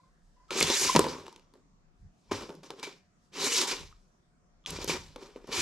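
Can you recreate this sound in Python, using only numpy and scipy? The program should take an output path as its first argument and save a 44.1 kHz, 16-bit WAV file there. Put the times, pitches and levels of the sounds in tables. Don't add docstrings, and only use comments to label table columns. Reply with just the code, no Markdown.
import sys
import numpy as np
from scipy import signal
from scipy.fft import rfft, irfft, next_fast_len
from scipy.io import wavfile
from scipy.ndimage import uniform_filter1d

SR = 44100
rng = np.random.default_rng(int(sys.argv[2]) if len(sys.argv) > 2 else 0)


def ratio_of_db(decibels):
    return 10 ** (np.asarray(decibels, float) / 20)


def transcribe(u):
    v = np.clip(np.atleast_2d(u).T, -1, 1)
    q = np.round(v * 32767).astype(np.int16)
    wavfile.write(sys.argv[1], SR, q)


N = 247401
TICKS_S = np.arange(0, N, 16) / SR
OPPOSITE = np.array([[1], [-1]])


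def noise():
    return rng.standard_normal(N)


def grit(rate_hz, spread_db):
    hits = rng.random(N) < rate_hz / SR
    return unit(hits * noise() * ratio_of_db(spread_db * rng.exponential(size=N)))


def unit(x):
    return x / np.sqrt(np.mean(x ** 2))


def walk(rate_hz):
    hold = int(SR / rate_hz)
    steps = np.repeat(rng.standard_normal(N // hold + 1), hold)
    return unit(uniform_filter1d(steps, hold)[:N])


def ring(x, hz, width_hz):
    return signal.lfilter(*signal.iirpeak(hz, hz / width_hz, fs=SR), x)


def body(x, modes):
    return sum((-1) ** k * ratio_of_db(db) * ring(x, hz, width_hz) for k, (hz, width_hz, db) in enumerate(modes))


def ports(pair, side_db):
    return pair[0] + ratio_of_db(side_db) * pair[1] * OPPOSITE


def curve(rows, column):
    return np.interp(TICKS_S, *np.array(rows)[:, [0, column]].T)


def peaks(rows, rise_db_per_s):
    rows = np.array(rows)
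    since_s = TICKS_S - rows[:, :1]
    return np.where(since_s < 0, rise_db_per_s * since_s, -rows[:, -1:] * since_s)


def full(slow):
    return np.interp(np.arange(N) / SR, TICKS_S, slow)


def slow_gain(db):
    return np.repeat(ratio_of_db(db[::16]), 16)[:N]


def bands(source, spectrum, flicker_db, flicker_hz, wide_hz, side_db, spot=0., spot_db=0., spot_width=.2):
    hz_at, db_at = np.transpose(spectrum)
    octaves = np.log2(min(hz_at[-1], 16000) / hz_at[0])
    pair = np.array([source(), source()])
    out = 0
    for hz in hz_at[0] * 2 ** np.arange(0, octaves, 1 / 4):
        edges_hz = [hz / 2 ** (1 / 8), hz * 2 ** (1 / 8)]
        mid, side = signal.sosfilt(signal.butter(2, edges_hz, "bandpass", fs=SR, output="sos"), pair)
        db = np.interp(np.log(hz), np.log(hz_at), db_at) + flicker_db * walk(flicker_hz)
        db = db + spot_db * np.exp(-((np.log(hz) - spot) / spot_width) ** 2)
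        db = db - 5.0 * np.clip(spot - np.log(hz) - .4, 0, None)
        band = mid + ratio_of_db(side_db) * hz / (hz + wide_hz) * side * OPPOSITE
        out = -out + slow_gain(db) * band
    return unit(out)


# (frequency [Hz], density [dB per Hz])
HISS_SPECTRUM = [(90, -9.5), (160, 1.5), (200, -1), (300, -7.5), (500, -12), (800, -16), (1300, -16.5),
                 (2000, -24), (3600, -32), (5200, -26), (7600, -31), (9000, -43), (13000, -54)]
# (frequency [Hz], level [dB])
APPLIANCE_HUM = [(156.1, -91.5), (183.0, -87), (619.1, -99.5), (716.0, -87.5)]
HISS_DB = -70


def hush():
    t = np.arange(N) / SR
    hum = 0
    for hz, db in APPLIANCE_HUM:
        hum = hum + np.sqrt(2) * ratio_of_db(db + 2.9 * walk(4.3)) * np.sin(2 * np.pi * hz * t)
    hiss = bands(noise, HISS_SPECTRUM, flicker_db=3.0, flicker_hz=10, wide_hz=400, side_db=2.5)
    return hum + ratio_of_db(HISS_DB) * hiss


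# (frequency [Hz], width [Hz], level [dB])
BOARD_MODES = [(153.7, 38, 2.5), (187, 68, -1.5)]
JOIST_MODES = [(67, 96, -3), (93, 74, 0.5)]
# (time [s], board level [dB], joist level [dB], fade [dB/s])
PAW_STEPS = [(.63, -42.5, -44.5, 150), (.84, -54, -53, 120), (.97, -32.5, -37.5, 117.5),
             (2.029, -53.5, -48.5, 249.5), (2.34, -50, -45, 170), (2.56, -58, -75, 76),
             (2.87, -60, -80.5, 80), (3.8, -59, -55.5, 112), (4.2, -71, -62, 200), (4.7, -47.5, -48, 56),
             (4.89, -44.5, -44.5, 92), (5.5, -61, -58, 150), (5.6, -61, -41, 100)]
# (time [s], level [dB])
HAND_TREMOR = [(0.0, -67), (0.36, -67), (1.01, -63), (1.29, -72), (2.0, -65.5), (2.06, -53.5),
               (2.18, -82.5), (2.29, -67.5), (2.95, -75.5), (3.7, -70.5), (3.82, -50), (4.2, -78.5),
               (4.88, -53.5), (4.91, -59), (5.54, -61), (5.6, -74)]
STEP_RISE_DB_PER_S, BOARD_REST_DB, JOIST_REST_DB = 549.5, -76, -79
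BOARD_UNDER_HOLLOW_DB = -19


def thuds():
    rubbing_db, load_db, _ = contacts()
    steps = np.array(PAW_STEPS)
    shape_db = peaks(PAW_STEPS, STEP_RISE_DB_PER_S)
    dragged_db = np.maximum((rubbing_db + load_db).max(axis=0) + BOARD_UNDER_HOLLOW_DB, BOARD_REST_DB)
    board_db = full(np.maximum((steps[:, 1:2] + shape_db).max(axis=0), dragged_db))
    joist_db = full(np.maximum((steps[:, 2:3] + shape_db).max(axis=0), JOIST_REST_DB))
    hand_db = full(curve(HAND_TREMOR, column=1))
    boards = unit(body(body(grit(300, 0.8), BOARD_MODES), BOARD_MODES))
    joists = unit(body(body(grit(300, 0.8), JOIST_MODES), JOIST_MODES))
    hand = bands(noise, [(20, -4.5), (32, 1.0), (52, -6.5)],
                 flicker_db=3.0, flicker_hz=7.1, wide_hz=1, side_db=-6.0)
    return ratio_of_db(board_db) * boards + ratio_of_db(joist_db) * joists + ratio_of_db(hand_db) * hand


# (time [s], level [dB], pitch [Hz], fade [dB/s])
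RIM_SQUEAKS = [
    (.002, -63.5, 1000, 700),
    (.036, -65.5, 1050, 400),
    (.062, -69, 1070, 200),
    (0.366, -69.5, 997, 60),
    (.4, -63.5, 1006, 250),
    (.428, -68, 1010, 100),
    (0.887, -34, 1040, 260),
    (.898, -14, 1046, 2599.5),
]
SQUEAK_RISE_DB_PER_S, SQUEAK_LASTS_S = 2499.5, .03


def squeak():
    rows = np.array(RIM_SQUEAKS)
    overdue_s = np.clip(TICKS_S - rows[:, :1] - SQUEAK_LASTS_S, 0, None)
    each_db = rows[:, 1:2] + peaks(rows, SQUEAK_RISE_DB_PER_S) - 900 * overdue_s
    pitch_hz = full(rows[each_db.argmax(axis=0), 2]) * (1 + .022 * walk(200))
    phase = 2 * np.pi * np.cumsum(pitch_hz) / SR
    level_db = full(np.clip(each_db.max(axis=0), -120, 0))
    level_db = uniform_filter1d(level_db, size=100) + 2.7 * walk(90)
    return np.sqrt(2) * ratio_of_db(level_db) * (np.sin(phase) + ratio_of_db(-18.5) * np.sin(2 * phase))


# (time [s], level [dB], fade [dB/s])
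PAW_BRUSHES = [
    (.01, -82, 13),
    (.25, -81, 20.5),
    (2.01, -82.5, 100),
    (2.2, -79, 42),
    (3.06, -88, 44),
    (3.25, -77, 148),
    (4.0, -80, 40),
]
BRUSH_RISE_DB_PER_S = 151


def brush():
    band = signal.butter(2, [3200, 8000], "bandpass", fs=SR, output="sos")
    fur = signal.sosfilt(band, ports([noise(), noise()], side_db=-9.5))
    each_db = np.array(PAW_BRUSHES)[:, 1:2] + peaks(PAW_BRUSHES, BRUSH_RISE_DB_PER_S)
    return ratio_of_db(full(each_db.max(axis=0))) * unit(fur)


# (time [s], rubbing level [dB], load shaking the shell [dB], rubbing spot pitch [Hz])
LONG_SLIDES = [
    [(.506, -40.5, 3.5, 3957), (.54, -40, -2, 2246), (.58, -32, -5, 5002), (.66, -33.5, -4.5, 3486),
     (.73, -31, -7.5, 3900), (.79, -30, -20, 6730), (.84, -29, -9, 6550), (.89, -32, -10, 3964),
     (.945, -35.5, -14, 4305)],
    [(3.318, -77, 2, 2410), (3.34, -52.5, -5.5, 2073), (3.37, -43.5, -4, 2236), (3.42, -34, -7, 5170),
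     (3.475, -31.5, -7, 6373), (3.5, -34, -14, 2926), (3.55, -31.5, -15, 5320), (3.62, -31, -6.5, 5350),
     (3.66, -39, -6.5, 4820)],
    [(3.672, -35.5, -10.5, 5340), (3.72, -36, -5.5, 2408), (3.78, -46, -2.5, 3956)],
    [(4.877, -38, -7, 5173), (4.9, -32.5, -7, 2410), (4.965, -43.5, 5, 2410), (4.98, -46.5, -4, 2413)],
    [(5.471, -58.5, 8, 5170), (5.51, -50.5, -1, 2242), (5.53, -35.5, -6.5, 2240),
     (5.609, -31.5, -11.5, 2407)],
]
DRAG_JERKS = [
    (4.663, -51.5, -13.5, 3268),
    (4.68, -44, -3, 5350),
    (4.74, -46.5, -0.5, 2410),
    (4.775, -44, -4, 2414),
    (4.79, -53, 3, 3620),
    (4.819, -42.5, -1.5, 3452),
    (4.87, -53, 0, 5170),
]
# (time [s], rubbing level [dB], load [dB], spot pitch [Hz], fade [dB/s])
SUDDEN_JOLTS = [(.482, -70, -11, 6000, 61), (.951, -35, 18, 5154, 379.5), (.995, -40.5, 10.5, 3300, 92),
                (1.085, -42.5, 7.5, 5162, 128), (1.26, -60.5, 6, 2934, 103), (1.538, -78, 19.5, 4637, 150),
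                (2.314, -39.5, 5, 2235, 147), (2.35, -43, -1, 4820, 129), (2.493, -63, 22.5, 2070, 210),
                (2.633, -53, 2, 5322, 169.5), (2.704, -55, 14, 2068, 450), (2.829, -41, -2, 2402, 198.5),
                (5.161, -61.5, 15.5, 4770, 299.5), (5.36, -66.5, 16.5, 2239, 200)]
GENTLE_SWELLS = [
    (2.29, -71, -4, 4186, 60),
    (2.41, -47, 6, 2256, 200),
    (2.8, -59.5, 7, 3810, 170),
    (1.2, -56, 6.5, 3960, 130),
    (2.4, -62, 8.5, 4820, 160),
    (2.875, -52, 7, 2300, 250),
    (6.3, -61.5, 6.5, 2435, 200),
    (5.01, -51.5, -4.5, 4603, 120),
    (5.23, -55, 5, 2233, 130),
    (5.45, -67, -2, 2403, 100),
]
JOLT_RISE_DB_PER_S, SWELL_RISE_DB_PER_S = 9001, 230.5
COAST_DB_PER_S, COAST_UNLOADS_DB_PER_S = 161.5, 24.5


def contacts():
    rub_db, load_db, spot_hz = [], [], []
    for rows in LONG_SLIDES + [DRAG_JERKS]:
        coasting_s = np.clip(TICKS_S - rows[-1][0], 0, None)
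        not_yet = TICKS_S < rows[0][0]
        rub_db.append(curve(rows, column=1) - COAST_DB_PER_S * coasting_s - 200 * not_yet)
        load_db.append(curve(rows, column=2) - COAST_UNLOADS_DB_PER_S * coasting_s)
        spot_hz.append(curve(rows, column=3))
    for rows, rise in ((SUDDEN_JOLTS, JOLT_RISE_DB_PER_S), (GENTLE_SWELLS, SWELL_RISE_DB_PER_S)):
        rub_db += list(np.array(rows)[:, 1:2] + peaks(rows, rise))
        load_db += [row[2] + 0 * TICKS_S for row in rows]
        spot_hz += [row[3] + 0 * TICKS_S for row in rows]
    return np.clip(rub_db, -130, 0), np.array(load_db), np.log(spot_hz)


# (frequency [Hz], density [dB per Hz])
GRIT_SPECTRUM = [(710, -40), (1200, -6.5), (1530, -4), (2260, -2.5), (3370, -1.5), (3880, -1), (4240, -2),
                 (5690, -1.5), (6610, -10), (8000, -16), (10400, -41.5), (17600, -120)]
EDGE_SPECTRUM = [(3820, -28), (6500, 3), (7550, -3.5), (9840, -12), (11200, -12.5), (13300, -22.5),
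                 (15600, -41.5)]
# (frequency [Hz], width [Hz], level [dB])
RIM_MODES = [(2370, 130, 3), (2900, 120, -1), (3560, 120, -2), (3900, 200, -3), (4950, 150, -3),
             (5400, 150, -3), (5870, 150, -3), (6850, 200, -3), (7350, 200, -4)]
HOLLOW_MODES = [(258, 50, -5), (339, 57.2, -3), (399, 50, -0.5), (467.8, 60, -3.5), (540, 97, -7)]
WALL_MODES = [(760, 70, -4.5), (925, 56, 2.5), (1025, 96, 1.5), (1185.5, 130, -0.5), (1390, 340, -6)]
RIM_DB, SPOT_LIFT_DB = -6, 7
HOLLOW_DB = -2
WALL_DB, WALL_PER_LOAD = -4.5, .7
EDGE_DB, EDGE_PER_SPEED, EDGE_PER_LOAD, EDGE_DB_PER_OCTAVE = -9.5, .28, -0.43, 2


def shove():
    rubbing_db, load_db, spots = contacts()
    sharp_db = EDGE_DB + EDGE_PER_SPEED * (rubbing_db + 38)
    sharp_db = sharp_db + EDGE_PER_LOAD * np.clip(load_db, -12, 8)
    sharp_db = sharp_db + EDGE_DB_PER_OCTAVE * (spots - np.log(4000)) / np.log(2)
    hiss_db = full(rubbing_db.max(axis=0))
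    hollow_db = full((rubbing_db + load_db).max(axis=0))
    wall_db = full((rubbing_db + WALL_DB + WALL_PER_LOAD * load_db).max(axis=0))
    edge_db = full((rubbing_db + sharp_db).max(axis=0))
    strongest = rubbing_db.argmax(axis=0)[None]
    spot = full(np.take_along_axis(spots, strongest, axis=0)[0])

    hiss = bands(lambda: grit(9000, 1.5), GRIT_SPECTRUM, flicker_db=2.0, flicker_hz=41, wide_hz=2506,
                 side_db=-7.0, spot=spot, spot_db=0.5, spot_width=0.23)
    edge = bands(lambda: grit(9000, 1.2), EDGE_SPECTRUM, flicker_db=-0.6, flicker_hz=57, wide_hz=3000,
                 side_db=-3.5)
    rub = ports([grit(4000, 1.3), grit(4000, 1.7)], side_db=-9.5)
    rim = 0
    for hz, width_hz, db in RIM_MODES:
        lift_db = SPOT_LIFT_DB * np.exp(-((np.log(hz) - spot) / .08) ** 2)
        rim = rim + slow_gain(db + 2.8 * walk(20) + lift_db) * ring(rub, hz, width_hz)

    jolts = ports([grit(900, 1.8), grit(900, 1.8)], side_db=-19.0)
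    ticks = ports([grit(1500, 1.6), grit(1500, 1.6)], side_db=-10)
    hollow = ratio_of_db(hollow_db + HOLLOW_DB) * unit(body(jolts, HOLLOW_MODES))
    wall = ratio_of_db(wall_db) * unit(body(jolts + ticks, WALL_MODES))
    stutter = ratio_of_db(1.2 * walk(90))
    rubbing = ratio_of_db(hiss_db) * (hiss + ratio_of_db(RIM_DB) * unit(rim)) + ratio_of_db(edge_db) * edge
    return stutter * rubbing + hollow + wall


PAW_PATS = [(.5068, -23, 1985, -36), (0.6269, -11, 4372, -21), (2.4332, -59, 3950, -35),
            (2.4922, -42, 2150, -39), (2.5516, -48, 4900, -49), (2.7365, -52, 1876, -44),
            (3.8101, -40, 4134, -45), (4.705, -26.5, 5900, -41), (4.7872, -39, 2460, -30.5),
            (4.844, -25.5, 6510, -31.5), (4.8763, -31, 6550, -34), (5.3606, -43, 2280, -37.5),
            (5.443, -58, 2420, -42.5), (5.4909, -50, 2380, -33)]
FLOOR_BUMPS = [(.6045, -15.5, 5940, -32), (.61, -13, 2140, -24), (0.7008, -16, 3601, -26),
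               (.952, -18, 2330, -14.5), (0.9618, -8.5, 3100, -9), (0.9923, -10.5, 4870, -10),
               (.967, -15, 2360, -21), (1.0416, -26, 2504, -26), (1.066, -38, 5200, -24.5),
               (1.3956, -52, 2450, -58.5), (1.5381, -54, 4400, -55), (2.5032, -40, 2940, -37.5),
               (2.631, -57, 5190, -51.5), (4.8956, -22, 2380, -25), (2.3179, -29, 2280, -20.5)]
BALL_TAPS = [(0.8198, -23, 6532, -29), (1.2659, -38.5, 3000, -43), (1.2805, -42, 3080, -39.5),
             (1.327, -44.5, 4530, -48.5), (1.3613, -43.5, 2960, -55), (1.3787, -55, 3115, -56.5),
             (2.311, -41.5, 2053, -45), (2.7047, -30, 3310, -39), (2.797, -37.5, 3870, -53),
             (2.8295, -30, 3413, -40), (4.6614, -25.5, 3280, -55), (5.084, -52.5, 4600, -65),
             (5.1603, -37.5, 3050, -40), (5.4728, -51, 6240, -63), (5.517, -30, 2400, -46)]
BUMP_WALL_DB, PAT_WALL_DB, TAP_HOLLOW_DB = -4, -12, -5


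def blows():
    bumps = [(s, crack, hz, db, db + BUMP_WALL_DB) for s, crack, hz, db in FLOOR_BUMPS]
    pats = [(s, crack, hz, db, db + PAT_WALL_DB) for s, crack, hz, db in PAW_PATS]
    taps = [(s, crack, hz, db + TAP_HOLLOW_DB, db) for s, crack, hz, db in BALL_TAPS]
    return bumps + pats + taps


def shell_ring(modes, spot, t):
    tone = 0
    for (hz, width_hz, db), d in zip(modes, spot):
        wave = np.sin(2 * np.pi * hz * (1 + 0.018 * d) * t)
        tone = tone + ratio_of_db(db + 4.2 * d) * wave * np.exp(-np.pi * width_hz * 1.2 * t)
    tone = tone * (1 - np.exp(-t / 0.00097))
    return tone / abs(tone).max()


def knocks():
    t = np.arange(4096) / SR
    out = np.zeros(N + len(t))
    for s, crack_db, crack_hz, hollow_db, wall_db in blows():
        dice = rng.standard_normal(len(t))
        burst = dice * np.exp(-t / 0.0019)
        plastic = signal.butter(2, [crack_hz / 1.7, crack_hz * 1.97], "bandpass", fs=SR)
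        crack = 0.7 * signal.lfilter(*plastic, burst) + ring(burst, crack_hz, 800)
        sound = ratio_of_db(crack_db) * crack / abs(crack).max()
        sound = sound + ratio_of_db(hollow_db + 2.5) * shell_ring(HOLLOW_MODES, dice[-5:], t)
        sound = sound + ratio_of_db(wall_db + 2.5) * shell_ring(WALL_MODES, dice[-10:-5], t)
        i = int(s * SR)
        out[i:i + len(t)] += sound
    return signal.lfilter(*signal.butter(2, 170, "highpass", fs=SR), out[:N])


def flares(rows, width_hz, rough):
    t = np.arange(-4096, 4096) / SR
    out = np.zeros(N + len(t))
    chance = rng.standard_normal((len(rows), 2, len(t)))
    wobble = signal.lfilter(*signal.butter(2, width_hz, fs=SR), chance)
    for (s, length_s, hz, db), (a, b) in zip(rows, wobble / wobble.std()):
        tone = (1 + rough * a) * np.sin(2 * np.pi * hz * t + rough * b)
        tone = tone * np.sqrt(2 / (1 + rough ** 2))
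        i = int(s * SR) - len(t) // 2
        out[i:i + len(t)] += ratio_of_db(db) * tone * np.exp(-(2 * t / length_s) ** 2)
    return out[:N]


# (time [s], length [s], frequency [Hz], level [dB])
SHELL_SINGS = [(0.511, 0.029, 1300, -48), (0.604, 0.045, 7600, -47.5), (0.611, 0.032, 6330, -42),
               (0.616, 0.032, 2163, -38.5), (0.631, 0.03, 3450, -34), (0.631, 0.03, 4390, -35.5),
               (0.631, 0.045, 956, -46), (0.683, 0.043, 9100, -46.5), (0.696, 0.046, 4180, -42.5),
               (0.713, 0.039, 3550, -35.5), (0.726, 0.045, 900, -41.5), (0.741, 0.03703, 3924, -35.5),
               (0.743, 0.03, 7410, -42.5), (0.743, 0.045, 5885, -40), (0.758, 0.07, 4926, -41),
               (0.763, 0.034, 1846, -47), (0.773, 0.051, 6850, -38.5), (0.803, 0.06, 10350, -47.5),
               (0.811, 0.037, 5820, -37.5), (0.823, 0.037, 8180, -44), (0.828, 0.032, 6720, -37.5),
               (0.871, 0.047, 2859, -42), (1.043, 0.075, 990, -40), (1.127, 0.037, 997, -48.5),
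               (1.175, 0.081, 1086, -52.5), (2.317, 0.03, 993, -49.5), (2.322, 0.028, 2305, -50),
               (2.849, 0.048, 2326, -48), (3.41, 0.038, 5230, -48), (3.43, 0.047, 3920, -44.5),
               (3.477, 0.03, 4900, -42), (3.534, 0.077, 2960, -43), (3.554, 0.035, 2200, -41),
               (3.572, 0.032, 3820, -38), (3.579, 0.041, 990, -42), (3.587, 0.04, 5460, -38),
               (3.604, 0.041, 7060, -41), (3.652, 0.07, 944, -45), (3.712, 0.047, 2370, -47),
               (3.734, 0.032, 960, -46), (4.669, 0.036, 1211, -60), (4.764, 0.027, 2390, -50),
               (4.817, 0.035, 2370, -53), (4.906, 0.03, 2370, -37), (4.961, 0.05, 2400, -52),
               (5.522, 0.035, 1033, -53), (5.532, 0.041, 2970, -48), (5.572, 0.03, 11070, -54),
               (5.572, 0.045, 1028, -46), (5.6, 0.022, 2400, -42)]


def sings():
    return flares(SHELL_SINGS, width_hz=90, rough=.6)


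# (time [s], length [s], frequency [Hz], level [dB])
HOLLOW_BOOMS = [(0.566, 0.012, 464, -36), (0.574, 0.052, 372, -44.5), (0.649, 0.015, 400, -40),
                (0.693, 0.039, 400, -40), (0.706, 0.015, 373, -33), (0.741, 0.02, 400, -40.5),
                (0.771, 0.025, 570, -42.5), (0.801, 0.012, 400, -48), (0.821, 0.017, 370, -36),
                (0.826, 0.03, 400, -45), (0.863, 0.022, 400, -41), (1.17, 0.022, 260, -55),
                (1.282, 0.03, 341, -55), (2.322, 0.015, 400, -37), (2.437, 0.012, 430, -47.5),
                (2.497, 0.015, 322, -39.5), (2.741, 0.022, 400, -53), (2.881, 0.029, 400, -49),
                (2.913, 0.04, 370, -61), (3.37, 0.015, 319, -49.5), (3.387, 0.02, 400, -49),
                (3.432, 0.052, 400, -45.5), (3.447, 0.014, 400, -37), (3.475, 0.012, 370, -41),
                (3.505, 0.025, 460, -46), (3.529, 0.056, 488, -48), (3.539, 0.041, 460, -44),
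                (3.567, 0.05, 400, -46), (3.604, 0.018, 374, -41), (3.687, 0.021, 400, -45),
                (3.761, 0.015, 430, -52), (4.934, 0.025, 371.2, -40), (4.964, 0.014, 370, -38),
                (5.166, 0.012, 493, -49), (5.191, 0.015, 460, -54.5), (5.216, 0.022, 400, -57),
                (5.248, 0.012, 550, -54), (5.29, 0.012, 430, -53), (5.363, 0.013, 494, -50),
                (5.495, 0.017, 370, -42), (5.522, 0.016, 464, -44), (5.547, 0.018, 430, -43),
                (5.585, 0.017, 368, -39.5), (5.605, 0.015, 370, -43)]


def rocks():
    return flares(HOLLOW_BOOMS, width_hz=40, rough=.25)


# (time [s], frequency [Hz], level [dB], decay [s])
CLAW_PLUCKS = [
    (3.915, 1100, -55, 0.0025),
    (3.926, 1247, -47.5, 0.0035),
    (4.6405, 3300, -53.5, .001),
    (4.6505, 3370, -45, .001),
    (4.6611, 3330, -16.5, 0.001),
]


def plucks():
    t = np.arange(2048) / SR
    out = np.zeros(N)
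    for s, hz, db, decay_s in CLAW_PLUCKS:
        envelope = np.exp(-t / decay_s) * (1 - np.exp(-t / 0.00022))
        i = int(s * SR)
        out[i:i + len(t)] += ratio_of_db(db) * np.sin(2 * np.pi * hz * t) * envelope
    return out


ROOM_T60_LOW_S, ROOM_T60_HIGH_S, ROOM_DB = 0.3, 0.25, -11.5


def room(x):
    t = np.arange(SR // 2) / SR
    mid, side = rng.standard_normal((2, len(t)))
    soft = signal.butter(1, 900, fs=SR)
    tails = mid + (1.2 * side - .7 * signal.lfilter(*soft, side)) * OPPOSITE
    low = signal.lfilter(*soft, tails)
    tails = low * ratio_of_db(-60 * t / ROOM_T60_LOW_S) + (tails - low) * ratio_of_db(-60 * t / ROOM_T60_HIGH_S)
    onset = np.clip(t / 0.0052 - 1, 0, 1)
    tails = tails * onset / np.sqrt(np.sum(tails ** 2) / 2)
    return ratio_of_db(ROOM_DB) * signal.fftconvolve(x.mean(axis=0)[None], tails, axes=1)[:, :N]


def scene():
    near = squeak() + brush() + shove() + knocks() + sings() + rocks() + plucks()
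    return hush() + thuds() + near + room(near)


def low_pass(x):
    return signal.sosfilt(signal.butter(12, 15770, fs=SR, output="sos"), x)


# (frequency [Hz], phase [rad])
LEFT_PORT_LEAD = [(0, 0), (1400, -.3), (2800, -.6), (7000, -.55), (11000, 0)]
LEFT_DB, MIC_TOP_HZ = .3, 13700


def record(dry):
    size = next_fast_len(N)
    lead_rad = np.interp(np.fft.rfftfreq(size, 1 / SR), *np.transpose(LEFT_PORT_LEAD))
    left = irfft(rfft(dry[0], size) * np.exp(1j * lead_rad), size)[:N]
    pair = np.array([ratio_of_db(LEFT_DB) * left, dry[1]])
    pair = signal.sosfilt(signal.butter(8, MIC_TOP_HZ, fs=SR, output="sos"), pair)
    return low_pass(pair)


dry = scene()
out = record(dry)
transcribe(out)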